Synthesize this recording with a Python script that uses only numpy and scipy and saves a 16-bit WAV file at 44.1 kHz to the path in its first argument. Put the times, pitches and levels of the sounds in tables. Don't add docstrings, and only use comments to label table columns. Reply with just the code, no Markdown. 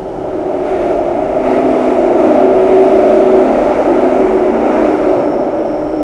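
import sys
import numpy as np
from scipy import signal
from scipy.fft import rfft, irfft, next_fast_len
from scipy.io import wavfile
from scipy.ndimage import uniform_filter1d, minimum_filter1d

SR = 44100
rng = np.random.default_rng(int(sys.argv[2]) if len(sys.argv) > 2 else 0)


def dump(signal):
    limited = np.clip(np.atleast_2d(signal).T, -1, 1)
    pcm = np.round(limited * 32767).astype(np.int16)
    wavfile.write(sys.argv[1], SR, pcm)


N = 265911

# time_s, roughness_db
RAIL_ROUGHNESS = [(0, -15), (.3, -11.5), (.6, -7.5), (1.35, -5), (1.55, -2.5), (2.3, -1), (2.95, 0),
                  (3.6, 0), (4.2, -.5), (4.45, -2), (4.8, 0.5), (5.12, -1.5), (5.4, -5), (6.03, -9)]
# level_db on the roughest rail, db_per_db of roughness, db_per_db of gust
WHEEL_RESPONSE = (-27.5, 0.94, 0.58)


def undb(db):
    return 10 ** (np.asarray(db) / 20)


def curves(table):
    time_s, *columns = np.transpose(table)
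    return [np.interp(np.arange(N) / SR, time_s, column) for column in columns]


def walk(rate_hz):
    hold = int(SR / rate_hz)
    steps = np.repeat(rng.standard_normal(N // hold + 1), hold)
    smooth = uniform_filter1d(uniform_filter1d(steps, hold), hold)
    return 1.267 * smooth[:N]


def noise(colour, swell_db, flicker_db):
    hz, db = np.transpose(colour)
    size = next_fast_len(N, True)
    octave = np.log2(np.arange(1, size // 2 + 2) * SR / size)
    gain = undb(np.interp(octave, np.log2(hz), db, -200, -200))
    shaped = rfft(rng.standard_normal(size)) * gain
    swell = walk(2.856)
    out = 0
    for centre in np.arange(np.log2(hz[0]), np.log2(hz[-1]) + 1 / 3, 1 / 3):
        share = np.clip(1 - 3 * np.abs(octave - centre), 0, 1)
        band = irfft(shaped * share, size)[:N]
        out = out + undb(swell_db * swell + flicker_db * walk(9.0)) * band
    return out / np.std(out)


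def tone(hz, wander_hz, waver_db, rate_hz):
    cycles = np.cumsum(hz + wander_hz * walk(rate_hz)) / SR
    phase = 2 * np.pi * (cycles + rng.random())
    return np.sqrt(2) * undb(waver_db * walk(rate_hz)) * np.sin(phase)


def ramp(start_s, length_s, attack_s, release_s):
    hold_s = max(length_s - (attack_s + release_s) / 2, 0)
    corners_s = np.cumsum([start_s - attack_s / 2, attack_s, hold_s, release_s])
    return np.interp(np.arange(N) / SR, corners_s, [0, 1, 1, 0])


def swells(rows, attack_s, release_s):
    power = 0
    for start_s, length_s, level_db in rows:
        power = power + (undb(level_db) * ramp(start_s, length_s, attack_s, release_s)) ** 2
    return np.sqrt(power)


def gusts():
    # start_s, length_s, rise_db
    gust_rows = [(0.653, 0.3, 5), (1.444, .15, 4.5), (1.81, 0.13, 1.5), (2.185, 0.26, 2.5), (4.66, 0.24, 2)]
    attack_s, release_s = .04, .094
    return sum(rise_db * ramp(start_s, length_s, attack_s, release_s)
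               for start_s, length_s, rise_db in gust_rows)


def follow(response):
    level_db, per_roughness, per_gust = response
    return level_db + per_roughness * curves(RAIL_ROUGHNESS)[0] + per_gust * gusts()


def rumble():
    # frequency_hz, density_db (dB per Hz)
    body_colour = [(12, -32), (18, -9), (39, -2), (50, -3.5), (62, -9), (100, -8.5), (150, -5.5), (200, -8),
                   (240, -36.5)]
    return undb(-33) * noise(body_colour, 0.35, 1.5)


def air():
    # time_s, level_db
    seal_flow = [(0, -63), (.3, -58), (.6, -51.5), (1.35, -49.5), (1.7, -44.5), (2.5, -46), (2.75, -42.5),
                 (3.5, -43), (4.2, -43.5), (4.55, -46.5), (5.12, -45.5), (5.3, -52.5), (6.03, -59.5)]
    # frequency_hz, density_db (dB per Hz)
    seal_colour = [(2600, -23.5), (2950, -5.5), (3200, -5), (3710, -5), (3980, -10), (5820, -11),
                   (8000, -16.5), (9600, -18.5), (11000, -24.5), (12500, -34.5), (15700, -41.5)]
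    glass_colour = [(1500, -28), (1700, -3.5), (1950, -1), (2200, 0), (2500, -4.5), (2900, -9.5),
                    (3300, -30)]
    vent_colour = [(1000, -34), (1700, -6), (2630, -14), (2960, -4.5), (3500, -14), (5780, -18),
                   (6760, -19), (10500, -26.5), (12500, -35.5), (15600, -43)]
    glass_db, vent_db = 2.5, -49.5

    rush_db = curves(seal_flow)[0] + gusts()
    wheel_db = follow(WHEEL_RESPONSE)
    hiss = undb(rush_db) * noise(seal_colour, .3, 1.0)
    glass = undb((rush_db + wheel_db) / 2 + glass_db) * noise(glass_colour, 0.6, 0.55)
    ventilation = undb(vent_db) * noise(vent_colour, .2, .6)
    return hiss + glass + ventilation


def squeal():
    # start_s, length_s, level_db
    squeal_rows = [(4.7, .17, -59), (5.21, .2, -54), (5.65, .14, -53), (5.94, .15, -54)]
    # time_s, level_db
    scrape_level = [(3.6, -66), (4.4, -60), (5.1, -57), (5.3, -55.5), (6.03, -55)]
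    # frequency_hz, density_db (dB per Hz)
    scrape_colour = [(4600, -26.5), (5000, -8.5), (5400, 5), (5850, -1.5), (6300, -27)]
    attack_s, release_s, faint_db = .06, .16, -4.5
    mode_hz, sharp_hz, from_s, settle_s = 5399, 55, 4.3, .5

    since_s = np.maximum(np.arange(N) / SR - from_s, 0)
    scrape = undb(curves(scrape_level)[0])
    faint = np.clip(since_s / .1, 0, 1) * scrape * undb(faint_db)
    hz = mode_hz + sharp_hz * np.exp(-since_s / settle_s)
    level = np.hypot(swells(squeal_rows, attack_s, release_s), faint)
    ring = level * tone(hz, 3.0, 2.0, 30.0)
    return ring + scrape * noise(scrape_colour, .6, .9)


def rail_song():
    # time_s, level_db
    song_level = [(0, -44), (.7, -26.5), (2.2, -20.5), (3.15, -18.5), (3.6, -27), (4.2, -21.5), (4.6, -49),
                  (5.1, -19), (6.03, -26.5)]
    song_hz, sleeper_hz = 627.5, 27.9
    strongest_hz, sinks_s, sink_hz_per_s, spread_hz = 646, 2.3, 27, 66.4

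    centre_hz = strongest_hz - sink_hz_per_s * np.maximum(np.arange(N) / SR - sinks_s, 0)
    out = 0
    for k in range(-2, 5):
        hz = song_hz + k * sleeper_hz
        share = 1 / (1 + ((hz - centre_hz) / spread_hz) ** 2)
        out = out + share * tone(hz, 1.308, 2.3, 5.0)
    return undb(curves(song_level)[0]) * out


def rolling():
    # frequency_hz, density_db (dB per Hz)
    floor_colour = [(130, -52), (160, -23), (195, -30.5), (215, -14), (245, -21.5), (285, -3), (330, -5.5),
                    (365, -3.5), (400, -4), (440, -8.5), (480, -26.5)]
    door_colour = [(400, -27), (450, -9), (500, -3.5), (560, -5), (590, 0.5), (660, -4.5), (760, -7.5),
                   (850, -10), (1000, -19), (1100, -39)]
    wheel_colour = [(900, -24.5), (960, -5), (1110, -5), (1300, -1.5), (1500, -8), (1700, -13), (1900, -32)]
    floor_response = (-15, 0.75, 0.1)
    door_response = (-13.5, 0.76, 0.22)

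    floor = undb(follow(floor_response)) * noise(floor_colour, 0.51, 1.6)
    doors = undb(follow(door_response)) * noise(door_colour, 0.38, 1.5)
    wheels = undb(follow(WHEEL_RESPONSE)) * noise(wheel_colour, 0.31, 0.7)
    return floor + doors + wheels


def howl():
    # pitch_hz, wander_hz, hum_db (faint hum between stretches, on the roughest rail)
    howl_tones = [(227.2, 2.83, -30.5), (257.3, 2.15, -31), (310.7, 7.97, -26.5), (352.2, 7.0, -26.5),
                  (379, 2.4, -23)]
    # start_s, length_s, level_db
    ripple_rows = [
        [(2.2, 0.39, -28), (2.85, 0.78, -24.5), (4.15, 0.26, -25.5), (4.45, 0.12, -19.5), (4.7, 0.15, -23.5),
         (5.28, 0.47, -33.5)],
        [(1.42, 0.63, -18.5), (2.2, 0.32, -16.5), (2.65, 0.31, -22.5), (3.15, 0.49, -20), (3.9, 0.34, -17.5),
         (4.55, 0.26, -22), (5.3, .2, -23.5)],
        [(1.65, 0.16, -17.5), (2.15, 0.17, -15.5), (2.9, 0.17, -16.5), (4.0, 0.43, -20.5), (4.7, 0.39, -18),
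         (5.15, 0.17, -18), (5.5, 0.26, -19), (5.85, .3, -17.5)],
        [(.4, 0.87, -24.5), (1.9, .45, -17.5), (2.95, 0.14, -15.5), (3.35, 0.22, -16.5), (3.9, 0.22, -16.5),
         (4.3, 0.21, -16), (5.0, 0.25, -20)],
        [(-.1, 0.9, -25.5), (1.25, .42, -21.5), (1.9, 0.6, -18.5), (2.4, 0.47, -13), (2.65, 0.81, -11.5),
         (3.9, 0.12, -23), (4.12, 0.4, -16.5), (5.0, 0.18, -15.5)],
    ]
    attack_s, release_s = 0.19, 0.17

    rough_db = curves(RAIL_ROUGHNESS)[0]
    out = 0
    for (pitch_hz, wander_hz, hum_db), rows in zip(howl_tones, ripple_rows):
        hum = undb(hum_db + rough_db)
        level = np.hypot(swells(rows, attack_s, release_s), hum)
        out = out + level * tone(pitch_hz, wander_hz, 1.74, 20.0)
    return out


def scene():
    return (rumble() + air() + squeal() + rail_song() + rolling() + howl())[None]


def record(dry):
    gain_db, top_hz = -0.68, 15715
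    threshold, limit_share, limit_s = .97, .64, .004

    loud = undb(gain_db) * dry[0]
    span = int(limit_s * SR)
    peak = uniform_filter1d(-minimum_filter1d(-np.abs(loud), span), span)
    limiter_gain = (threshold / np.maximum(peak, threshold)) ** limit_share
    clipped = np.clip(loud * limiter_gain, -1, 1)
    cut = signal.ellip(14, .01, 70, top_hz, fs=SR, output="sos")
    settled = signal.sosfilt_zi(cut) * clipped[0]
    return signal.sosfilt(cut, clipped, zi=settled)[0][None]


dry = scene()
out = record(dry)
dump(out)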